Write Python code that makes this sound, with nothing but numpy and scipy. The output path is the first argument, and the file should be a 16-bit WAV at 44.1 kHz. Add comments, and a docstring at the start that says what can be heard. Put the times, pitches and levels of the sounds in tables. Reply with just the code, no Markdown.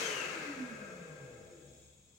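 """A tiled restroom, close to a wall-mounted hand dryer that is coasting to a stop.
The unbalanced shaft hums down in pitch, and its overtones sweep through the housing's resonances.
The fan's whistle and the rush of air die first, leaving the rumble of the bearings and the thin
hiss of the carbon brushes over quiet room tone and the boom of a low room resonance."""
import sys
import numpy as np
from scipy import signal
from scipy.fft import rfft, irfft
from scipy.io import wavfile
from scipy.ndimage import uniform_filter1d

SR = 44100
rng = np.random.default_rng(int(sys.argv[2]) if len(sys.argv) > 2 else 0)


def waveform_to_disk(signal):
    """Save audio, clipped to [-1, 1], as 16-bit WAV at the path in sys.argv[1]."""
    frames = np.transpose(np.atleast_2d(signal))
    scaled = np.clip(frames, -1, 1) * 32767
    samples = np.round(scaled).astype(np.int16)
    wavfile.write(sys.argv[1], SR, samples)


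N = 96402
TIME = np.arange(N) / SR
FREQS = np.maximum(np.arange(N // 2 + 1) * SR / N, 1)
LEFT_RIGHT = np.array([[1], [-1]])

# Stereo balance of the room. Each row: frequency in Hz, left minus right in dB.
ROOM_LEAN = [(100, 0.9), (200, 0.5), (400, 2.3), (700, 1.8), (1300, 4), (2400, 6), (4400, 7.5), (6200, 10),
             (8100, 4.8), (10000, 0)]


def undb(db):
    """Amplitude ratio of a level in decibels."""
    return 10 ** (np.asarray(db) / 20)


def unit(x):
    """Normalisation to an rms of 1."""
    return x / np.sqrt(np.mean(x ** 2))


def curve(rows):
    """Linear interpolation in time."""
    return np.interp(TIME, *np.transpose(rows))


def shape(rows):
    """Interpolation on a log-frequency axis."""
    hz, values = np.transpose(rows)
    return np.interp(np.log(FREQS), np.log(hz), values)


def walk(rate):
    """Smooth random fluctuation of unit rms, with `rate` new values a second."""
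    hold = max(int(SR / rate), 1)
    steps = np.repeat(rng.standard_normal(N // hold + 1), hold)
    return unit(uniform_filter1d(steps, hold)[:N])


def tone(hz, jitter, rate):
    """Random frequency modulation makes a sine tremble in pitch."""
    return np.sin(2 * np.pi * np.cumsum(hz * (1 + jitter * walk(rate))) / SR)


def resonances(modes):
    """Frequency response of steep-sided resonances that add in power."""
    power = 0
    for hz, width, db in modes:
        detuning = (FREQS ** 2 - hz ** 2) / (FREQS * width)
        power += undb(db) ** 2 / (1 + detuning ** 2) ** 1.47
    return np.sqrt(power)


def ring(x, modes):
    """Damped modes, driven by a passing tone, ring on in free decay."""
    response = 0
    for hz, t60, db in modes:
        decay = np.log(1000) / t60
        response += undb(db) * 2 * decay / SR * np.exp(-decay * TIME) * np.cos(2 * np.pi * hz * TIME)
    return signal.fftconvolve(x, response[None], axes=1)[:, :N]


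def ripple(spacing_hz=22.09, depth_db=2.5):
    """Interference of hard-wall reflections leaves fine spectral peaks and dips, weak in the bass."""
    peaks = np.interp(FREQS, np.arange(2000) * spacing_hz, rng.standard_normal(2000))
    return undb(depth_db * np.minimum(FREQS / 1200, 1) * peaks)


def noise(gain, lean, direct_hz=3540, lag_s=0.0001606):
    """Partly coherent stereo noise: alike in the bass, diffuse in the middle, more direct on top."""
    # Each row: frequency in Hz, coherence of the two sides from 0 to 1.
    likeness = [(100, 0.82), (250, 0.78), (500, 0.57), (1200, 0.025), (3500, 0.013), (6500, 0.28),
                (9000, 0.3), (15000, 0.27)]
    coherence = shape(likeness)
    mid, side = rfft(rng.standard_normal((2, N)))
    pair = mid * np.sqrt(1 + coherence) + LEFT_RIGHT * side * np.sqrt(1 - coherence)
    pair[0] *= np.exp(-2j * np.pi * FREQS * (FREQS > direct_hz) * lag_s)  # treble reaches the left later
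    balance = undb(LEFT_RIGHT * shape(lean) / 2)
    balance /= np.sqrt(np.mean(balance ** 2, axis=0))
    return unit(irfft(pair * gain * balance * ripple(), N))


def tiles(x, wet_db, lean_db, t60_s=0.86, build_s=0.033):
    """Reverberation: the tiles add a diffuse, exponentially decaying field to the direct sound."""
    x = x * np.minimum(TIME / .012, 1)
    tail = noise(1, ROOM_LEAN) * undb(-60 * TIME / t60_s)
    tail *= 1 - np.exp(-TIME / build_s)
    tail /= np.sqrt(np.sum(tail ** 2) / 2)
    wet = signal.fftconvolve(x[None], tail, axes=1)[:, :N]
    direct = x * undb(LEFT_RIGHT * lean_db / 2)
    return (direct + undb(wet_db) * wet) / np.hypot(1, undb(wet_db))


def restroom():
    """Quiet room tone, and a low room resonance that booms as the slowing shaft passes its pitch."""
    # Each row: frequency in Hz, relative level in dB.
    room_spectrum = [(25, -15), (70, -2), (150, -1.5), (300, -11), (500, -14.5), (800, -21.5), (1500, -27),
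                     (5000, -61)]
    # Each row: time in seconds, level in dB.
    boom_level = [(0, -87), (.6, -70), (1.25, -71), (1.42, -66), (1.55, -76), (1.66, -78), (1.72, -64),
                  (1.89, -62), (1.96, -76), (2.19, -84)]
    room_tone = undb(-68) * noise(undb(shape(room_spectrum)), ROOM_LEAN)
    boom = tone(hz=71.6, jitter=0.009, rate=11) * undb(curve(boom_level))
    return room_tone + boom


def brushes(angle, throb_depth=0.059):
    """Sliding friction of carbon brushes on the commutator excites narrow high resonances."""
    # Each row: frequency in Hz, width in Hz, relative level in dB.
    brush_modes = [(2627, 30, -2), (3340, 92, 0), (3600, 270, -21), (3804, 53, -2), (5310, 61, -2),
                   (6420, 54, 1), (6647, 130, 3.5), (7020, 62, 4.5), (7290, 440, -5), (7780, 28, 2),
                   (8120, 71, 1), (11140, 300, -13.5), (15230, 1600, -21)]
    # Broad hiss under the resonances. 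Each row: frequency in Hz, relative level in dB.
    hiss_spectrum = [(1000, -37), (2500, 4.5), (2950, -12), (3500, 4.5), (5500, -11), (7500, 9.5),
                     (8300, 3), (8700, -5), (13000, -30.5), (15800, 1)]
    # Each row: frequency in Hz, left minus right in dB.
    brush_lean = [(2500, 7), (5500, 2.5), (7000, 3), (9000, -1)]
    # Each row: time in seconds, gain in dB.
    brush_level = [(0, -50.5), (.6, -64), (1.2, -65.5), (1.45, -66.5), (1.8, -64), (2.0, -68.5),
                   (2.19, -69.5)]
    ringing = noise(resonances(brush_modes), brush_lean)
    hiss = undb(0.5) * noise(undb(shape(hiss_spectrum)), brush_lean)
    return (ringing + hiss) * undb(curve(brush_level)) * (1 + throb_depth * np.cos(angle))


def bearings(angle, throb_depth=0.078):
    """Rolling noise, amplitude-modulated once a turn, excites the modes of housing and duct."""
    # Each row: frequency in Hz, width in Hz, relative level in dB.
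    housing_modes = [(147.2, 16.4, -6), (187.5, 25, -8.5), (250, 29, -9), (349, 72, -11.5),
                     (439.4, 34.3, -5.5), (506, 21.7, 0), (576, 87, -11.5), (642.8, 18, -7.5),
                     (796.4, 8.3, -9.5)]
    duct_modes = [(910, 90, -11), (1100, 200, -8), (1340, 160, -.5), (1655, 110, 0), (1598, 42, 5),
                  (1930, 60, -9), (2170, 170, -3), (2490, 75, -1), (2610, 100, -3.5)]
    # Each row: time in seconds, level in dB.
    rumble_level = [(0, -47.5), (.5, -49.5), (1.0, -52), (1.4, -55), (1.75, -62), (1.95, -72), (2.19, -83)]
    duct_level = [(0, -43.5), (.5, -47.5), (.9, -52), (1.3, -60), (1.6, -69.5), (1.9, -81.5), (2.19, -106)]
    rumble = noise(resonances(housing_modes), ROOM_LEAN) * undb(curve(rumble_level))
    duct = noise(resonances(duct_modes), ROOM_LEAN) * undb(curve(duct_level))
    return (rumble + duct) * (1 + throb_depth * np.cos(angle))


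def airflow():
    """Broadband flow noise: air rushes through the duct and hisses from the nozzle."""
    # Each row: frequency in Hz, relative spectral density in dB.
    rush_spectrum = [(25, -44), (60, -45), (140, -15.5), (280, -7.5), (400, -2.5), (500, -1), (620, -6.5),
                     (800, -7.5), (1100, -4.5), (1600, -2), (2000, -1.5), (2680, -1), (2950, -17.5),
                     (3400, -14), (4500, -14.5), (9000, -41)]
    jet_spectrum = [(100, -38), (700, -36), (1500, -18), (3000, 3), (3900, -3.5), (5000, 0), (6300, 2.5),
                    (8000, -8), (9000, -4), (10300, -16), (11300, -9), (12300, -20), (15800, -26)]
    # Each row: time in seconds, level in dB.
    rush_level = [(0, -37.5), (.17, -40.5), (.45, -44.5), (.75, -56), (1.1, -65), (1.5, -69), (1.9, -80.5),
                  (2.19, -82.5)]
    jet_level = [(0, -40), (.1, -44.5), (.2, -49), (.45, -56.5), (.75, -62.5), (1.2, -68.5), (2.19, -80.5)]
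    rush = noise(undb(shape(rush_spectrum)), ROOM_LEAN) * undb(curve(rush_level))
    jet = noise(undb(shape(jet_spectrum)), ROOM_LEAN) * undb(curve(jet_level))
    return rush + jet


def fan(shaft_hz, blades=7, jitter=.009, roughness=.55, octave_fade_db_per_s=55):
    """A rough whistle at the blade-passing frequency and its octave, filtered by the fan's casing."""
    # Each row: time in seconds, level ahead of the casing in dB.
    whistle_level = [(0, -56), (.06, -43), (.1, -39), (.16, -40.5), (.21, -41), (.25, -45), (.3, -55),
                     (.6, -63), (1.2, -72), (2.19, -104)]
    # Each row: frequency in Hz, width in Hz, gain in dB.
    casing_modes = [(2690, 180, 0), (2865, 210, -6), (3210, 200, 0), (6270, 150, 6), (1450, 1500, 3.5)]
    phase = 2 * np.pi * blades * np.cumsum(shaft_hz * (1 + jitter * walk(200))) / SR
    octave = undb(-octave_fade_db_per_s * TIME) * np.sin(2 * phase)
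    flutter = 1 + roughness * walk(260)
    whistle = (np.sin(phase) + octave) * flutter * undb(curve(whistle_level))
    whistle = tiles(whistle, wet_db=1, lean_db=12)
    return irfft(rfft(whistle) * resonances(casing_modes), N)


def shaft_overtones(shaft_hz, muffle_hz=590):
    """Forced vibration: the hum's falling overtones swell as they cross the housing's resonances."""
    # Each row: multiple of the shaft speed, relative level in dB.
    overtones = [(1.95, -7.5), (2.9, -1.5), (3.87, 2), (4.82, -5), (5.8, -16), (6.4, -6), (7.2, -12.5)]
    # Each row: time in seconds, gain in dB.
    drive_level = [(0, -63), (.5, -57), (.8, -48), (1.02, -49), (1.17, -61), (1.31, -53.5), (1.52, -52.5),
                   (1.7, -53.5), (1.85, -62.5), (2.19, -89)]
    # Each row: frequency in Hz, 60 dB decay time in seconds, gain in dB.
    panel_modes = [(142.25, 0.23, 4), (344.3, 0.088, -5.5), (486, 0.097, 2), (582.2, 0.16, -7),
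                   (645, 0.29, -8.5)]
    partials = sum(undb(db + walk(20)) * tone(multiple * shaft_hz, jitter=.005, rate=90)
                   for multiple, db in overtones)
    muffled = signal.sosfilt(signal.butter(6, muffle_hz, fs=SR, output="sos"), partials)
    drive = tiles(muffled * undb(curve(drive_level)), wet_db=-7.5, lean_db=4.5)
    return ring(drive, panel_modes)


def shaft(angle):
    """Rotor unbalance hums at the rotation frequency and excites the room's standing waves in passing."""
    # The hum swells and dips as its pitch slides. Each row: time in seconds, level in dB.
    hum_level = [(0, -46), (.09, -44), (.14, -45), (.165, -55), (.21, -57), (.255, -47), (.29, -58),
                 (.35, -54), (.38, -47), (.43, -58), (.46, -55), (.485, -41.5), (.52, -46), (.55, -56),
                 (.59, -44), (.635, -40), (.67, -55), (.705, -52), (.727, -41), (.765, -62), (.825, -48),
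                 (.855, -62), (.93, -49), (.96, -54), (1.04, -53), (1.08, -64), (1.11, -49.5), (1.16, -57),
                 (1.25, -51.5), (1.3, -64), (1.35, -59), (1.49, -69), (1.6, -76), (2.19, -100)]
    # Each row: time in seconds, left minus right in dB.
    hum_lean = [(0, 7), (.1, 6), (.17, -7), (.45, 5), (.6, -5.5), (.72, -5.5), (.85, 3), (1.5, -4.5)]
    # Each row: frequency in Hz, 60 dB decay time in seconds, gain in dB.
    room_modes = [(434, 1.2, 1), (335, .8, -7), (286, .7, -7), (252, 1.3, -5)]
    hum = tiles(np.sqrt(2) * np.sin(angle), wet_db=-8.5, lean_db=curve(hum_lean))
    hum *= undb(curve(hum_level))
    return hum + ring(hum, room_modes)


def scene():
    """Superposition of room and dryer; one falling shaft speed sets the dryer's tones and throb."""
    # Each row: time in seconds, speed in turns per second.
    shaft_speed = [(0, 488), (.1, 431), (.15, 418), (.25, 368), (.49, 286), (.7, 233), (.94, 183.6),
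                   (1.22, 138), (1.45, 100), (1.85, 48), (2.19, 9.8)]
    shaft_hz = curve(shaft_speed)
    angle = 2 * np.pi * np.cumsum(shaft_hz) / SR
    noises = restroom() + brushes(angle) + bearings(angle) + airflow()
    return noises + fan(shaft_hz) + shaft_overtones(shaft_hz) + shaft(angle)


def record(dry):
    """Band limiting: a steep elliptic low-pass cuts the treble above 15.8 kHz."""
    return signal.sosfilt(signal.ellip(10, .2, 70, 15800, fs=SR, output="sos"), dry)


dry = scene()
out = record(dry)
waveform_to_disk(out)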